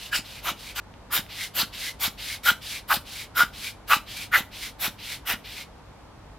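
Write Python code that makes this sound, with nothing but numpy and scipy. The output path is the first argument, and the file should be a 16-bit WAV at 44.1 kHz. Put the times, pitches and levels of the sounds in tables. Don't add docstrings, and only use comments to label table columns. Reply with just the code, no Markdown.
import sys
import numpy as np
from scipy import signal
from scipy.fft import rfft, irfft
from scipy.io import wavfile

SR = 44100
rng = np.random.default_rng(int(sys.argv[2]) if len(sys.argv) > 2 else 0)


def wav_out(sig):
    wavfile.write(sys.argv[1], SR, np.round(np.clip(np.atleast_2d(sig).T, -1, 1) * 32767).astype(np.int16))


N = 281578
TIME, FREQS = np.arange(N) / SR, np.maximum(np.fft.rfftfreq(N, 1 / SR), 1)

# f/Hz, relative level/dB
ROOM_SPECTRUM = [(15, -44), (25, -9), (53, 1), (72, -2.5), (149, -7), (175, -11), (317, -9.5), (344, -18.5),
                 (384, -13.5), (659, -13), (775, -14), (887, -12.5), (1790, -23), (13200, -46),
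                 (16000, -83)]
VALVE_SPECTRUM = [(600, -38), (1500, -4.5), (2200, 4.5), (3000, 6.5), (4200, 3.5), (5300, -2),
                  (7000, -18.5), (11000, -17), (14500, -8.5), (16000, -28)]
SUCTION_SPECTRUM = [(500, -41), (1100, -12), (1600, -0.5), (2200, -14.5), (2800, 3), (3800, 6), (5500, 0),
                    (7500, -5), (11500, -5), (14500, -8.5), (16000, -16)]
JET_SPECTRUM = [(200, -20), (520, -11), (800, -3.5), (1250, -5.5), (1850, -4.5), (2600, 0), (4000, -2),
                (5200, -6), (6300, -10), (8200, -11), (11000, -20), (16000, -24)]
NOZZLE_SPECTRUM = [(4000, -49), (6500, -37.5), (8500, -18.5), (11000, -11), (13000, -1.5), (15500, -13.5),
                   (16000, -17)]
# f/Hz, side minus mid level/dB
ROOM_NOISE_WIDTH = [(60, -45), (110, -17), (200, -8.5), (380, -1.5), (700, -9.5), (1290, -7.5),
                    (2380, -3.5), (4400, 3), (8120, 0), (15000, 3)]
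BLOWER_WIDTH = [(200, -22), (700, -27), (1300, -73), (2400, -72.5), (3300, -18), (4400, -10.5),
                (8000, -1.5), (11000, 2.5), (13000, -5.5), (16000, -2)]
# f/Hz, rms level/dB
MAINS_HARMONICS = [(49.5, -59.5), (99, -60), (148.5, -69.5), (198, -64)]
# start t/s, duration/s, valve level/dB, suction level/dB,
# suction crest/share of duration, ring f/Hz
INTAKES = [(-.07, 0.21, -45.5, -43, 0.63, 2920), (0.224, 0.24, -47, -45.5, 0.5, 2400),
           (0.549, 0.23, -48.5, -43, 0.57, 2320), (1.274, 0.24, -41, -33, 0.77, 2070),
           (1.708, 0.25, -40, -34, 0.63, 2090), (2.162, 0.25, -40, -35, 0.61, 2140),
           (2.597, 0.25, -42.5, -36.5, 0.54, 2240), (3.033, 0.27, -46.5, -39.5, 0.58, 2220),
           (3.509, 0.25, -45.5, -36, 0.67, 2330), (4.046, 0.26, -43, -37, 0.67, 2340),
           (4.497, 0.25, -44.5, -37, .68, 2200), (4.966, 0.25, -42.5, -37, 0.72, 2200),
           (5.426, 0.26, -42.5, -41.5, 0.68, 2200)]
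# start t/s, duration/s, jet level/dB, whistle level/dB, jet tilt/(dB per octave)
SQUEEZES = [(.102, 0.12, -26.5, -38.5, 2), (0.412, 0.14, -29, -37, -1.5), (0.738, 0.093, -30, -39.5, 0.5),
            (1.096, 0.13, -25, -27, 0), (1.527, 0.14, -25, -28.5, -0.5), (1.982, 0.13, -25, -29, 0),
            (2.419, 0.13, -24, -28.5, 0), (2.866, 0.14, -27, -29.5, -.5), (3.338, 0.13, -24.5, -29, -1),
            (3.862, 0.14, -26, -30, -0.5), (4.302, 0.14, -28, -31.5, -1.5), (4.776, 0.14, -27, -30, -0.5),
            (5.242, 0.13, -27, -31.5, -1)]
# f/Hz, bandwidth/Hz, lift/dB
CHAMBER_RESONANCES = [(800, 250, 1.7), (977, 18, 2.3), (1040, 4.7, 1.2), (1160, 53, 3.3), (1419, 157, 5.84),
                      (1636, 15, 2), (1960, 28, 2.6), (2280, 33, 2), (2980, 110, 3.6), (3760, 120, 3.9),
                      (4900, 37, 8.5)]
NOZZLE_RESONANCES = [(6900, 92, 29), (9850, 250, 12), (12480, 490, 6), (15100, 600, 7.5)]
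# crest t/s, half duration/s, burble f/Hz, burble Q,
# burble level/dB, edge tone f/Hz, edge tone level/dB
EDGE_CATCHES = [(0.142, .015, 1644, 15, -26, 2850, -28), (0.481, .021, 1240, 4.3, -29, 2220, -36),
                (0.797, 0.017, 1480, 3, -33, 2370, -35), (1.145, 0.024, 1300, 2.5, -32, 3070, -47),
                (1.607, 0.018, 1420, 1.5, -49, 4220, -20), (2.052, .019, 1450, 6.8, -38, 3900, -27.5),
                (2.489, 0.02, 1434, 8, -19.5, 3200, -23), (2.918, 0.014, 1280, 2.8, -18, 2950, -48),
                (3.404, 0.027, 1410, 7.1, -19, 5200, -31), (3.925, 0.019, 1240, 3.8, -16.5, 2620, -19.5),
                (4.351, 0.018, 1440, 4.6, -19, 1950, -14), (4.858, 0.015, 1200, 4.3, -31.5, 2680, -29),
                (5.312, 0.035, 1390, 3.8, -35.5, 1890, -30)]
# t/s, peak level/dB
HANDLING_CONTACTS = [(.743, -38), (.94, -35), (1.265, -33)]


def from_db(db):
    return 10 ** (np.asarray(db) / 20)


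def rms_one(x):
    return x / np.sqrt(np.mean(x ** 2) + 1e-20)


def colour(points):
    hz, db = np.transpose(points)
    return from_db(np.interp(np.log(FREQS), np.log(hz), db))


def resonances(modes):
    return 1 + sum((from_db(db) - 1) / (1 + (2 * (FREQS - hz) / width) ** 2) for hz, width, db in modes)


def air(gain, width=BLOWER_WIDTH):
    mid, side = rfft(rng.standard_normal((2, N))) * gain / np.sqrt(np.mean(gain ** 2))
    return irfft(mid, N) + irfft(side * colour(width), N) * [[1], [-1]]


def hollow(hz, q):
    return rms_one(signal.lfilter(*signal.iirpeak(hz, q, fs=SR), rng.standard_normal(N)))


def eddies(rate_hz, depth_db):
    knots = np.clip(rng.standard_normal(int(N / SR * rate_hz) + 2), -2, 2)
    return rms_one(from_db(depth_db * np.interp(TIME * rate_hz, np.arange(len(knots)), knots)))


def stroke(start, length, attack, release, steepness):
    share = (TIME - start) / length
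    rise, fall = np.clip(share / attack, 0, 1), np.clip((1 - share) / release, 0, 1)
    return (np.sin(np.pi / 2 * rise) * np.sin(np.pi / 2 * fall)) ** steepness


def swell(centre, half_length, steepness=2):
    return np.exp(-.5 * np.minimum(np.abs((TIME - centre) / half_length) ** steepness, 100))


def background(noise_db=-48.5):
    hum = sum(np.sqrt(2) * from_db(db) * np.sin(2 * np.pi * (hz * TIME + rng.random()))
              for hz, db in MAINS_HARMONICS)
    return from_db(noise_db) * air(colour(ROOM_SPECTRUM), ROOM_NOISE_WIDTH) + hum


def refills(ring_gain_db=-1.5):
    valve, suction, ring = 0, 0, 0
    for start, length, valve_db, suction_db, crest, ring_hz in INTAKES:
        flow = stroke(start, length, attack=0.15, release=0.38, steepness=2.6)
        valve += from_db(valve_db) * flow
        suction += from_db(suction_db) * flow * swell(start + crest * length, 0.29 * length)
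        ring_envelope = flow * swell(start + 0.65 * length, 0.15 * length)
        ring += from_db(suction_db + ring_gain_db) * ring_envelope * hollow(ring_hz, q=10)
    hiss = valve * air(colour(VALVE_SPECTRUM)) + suction * air(colour(SUCTION_SPECTRUM))
    return (hiss + ring) * eddies(rate_hz=82, depth_db=1.32)


def wall_echo(gap_m, echo_db=-9.5, sound_m_per_s=343):
    echo, delay_s = from_db(echo_db), 2 * gap_m / sound_m_per_s
    return np.abs(1 + echo * np.exp(-2j * np.pi * FREQS * delay_s)) / np.sqrt(1 + echo ** 2)


def puffs(pivot_hz=3000):
    jet_colour = colour(JET_SPECTRUM) * resonances(CHAMBER_RESONANCES)
    jet, whistle = 0, 0
    for start, length, jet_db, whistle_db, tilt_db in SQUEEZES:
        comb = wall_echo(gap_m=rng.uniform(0.038, 0.162))
        tilt = from_db(tilt_db * np.log2(FREQS / pivot_hz))
        rush = air(jet_colour * comb * tilt)
        jet += from_db(jet_db) * rush * stroke(start, length, attack=0.57, release=0.51, steepness=2.13)
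        whistle_envelope = stroke(start, 0.91 * length, attack=0.4, release=0.4, steepness=3.5)
        whistle += from_db(whistle_db) * whistle_envelope
    nozzle = whistle * air(colour(NOZZLE_SPECTRUM) * resonances(NOZZLE_RESONANCES))
    return jet * eddies(rate_hz=220, depth_db=2) + nozzle * eddies(rate_hz=280, depth_db=2)


def burbles(low_hz=720, high_hz=4500, edge_lag_s=0.0025, wall_loss_db=-2.5):
    flapping = np.zeros(N)
    for centre, half_length, hz, q, db, edge_hz, edge_db in EDGE_CATCHES:
        steepness = np.where(TIME < centre, 2.67, 6.9)
        flapping += from_db(db) * swell(centre, half_length, steepness) * hollow(hz, q)
        edge_envelope = swell(centre + edge_lag_s, 0.86 * half_length, steepness)
        flapping += from_db(edge_db) * edge_envelope * hollow(edge_hz, q=7.4)
    flapping *= eddies(rate_hz=330, depth_db=2)
    passband = 1 / np.sqrt((1 + (low_hz / FREQS) ** 6) * (1 + (FREQS / high_hz) ** 4))
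    chamber = from_db(wall_loss_db) * resonances(CHAMBER_RESONANCES) * passband
    return irfft(rfft(flapping) * chamber, N)


def knocks(contacts, hz, t60_s):
    age = TIME[:SR // 10]
    ring = -np.sin(2 * np.pi * hz * age) * age * from_db(-60 * age / t60_s)
    impulses = np.zeros(N)
    for at_s, db in contacts:
        impulses[round(at_s * SR)] = from_db(db)
    return signal.fftconvolve(impulses, ring / np.abs(ring).max())[:N]


def thumps(contact_share=0.74, base_db=-20, db_per_whistle_db=0.29):
    contacts = [(start + contact_share * length, base_db + db_per_whistle_db * whistle_db)
                for start, length, _, whistle_db, _ in SQUEEZES]
    return knocks(contacts, hz=202, t60_s=0.011)


def ticks():
    return knocks(HANDLING_CONTACTS, hz=2720, t60_s=0.001)


def room(x, echo_db=-11, first_s=0.00205, low_t60_s=0.18, treble_t60_s=0.23, split_hz=2500, wall_hz=9000):
    age = TIME[:SR // 2]
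    echoes = rng.standard_normal((2, len(age))) * (age > first_s)
    lows = signal.sosfilt(signal.butter(1, split_hz, fs=SR, output="sos"), echoes)
    low_decay = from_db(-60 * age / low_t60_s)
    tail = lows * low_decay + (echoes - lows) * from_db(-60 * age / treble_t60_s)
    mid, side = rfft(tail / np.sqrt(np.sum(low_decay ** 2)), N)
    wall_lowpass = 1 / (1 + 1j * FREQS / wall_hz)
    response = (mid + side * colour(BLOWER_WIDTH) * [[1], [-1]]) * wall_lowpass
    return x + from_db(echo_db) * irfft(rfft(x) * response, N)


def scene(break_s=0.8, resume_s=1.05):
    blower = room(refills() + puffs() + burbles() + thumps())
    sounding = (TIME < break_s) | (TIME > resume_s)
    return background() + blower * sounding + room(ticks())


def record(dry, cutoff_hz=15900):
    return signal.sosfilt(signal.ellip(12, .1, 80, cutoff_hz, fs=SR, output="sos"), dry)


dry = scene()
out = record(dry)
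wav_out(out)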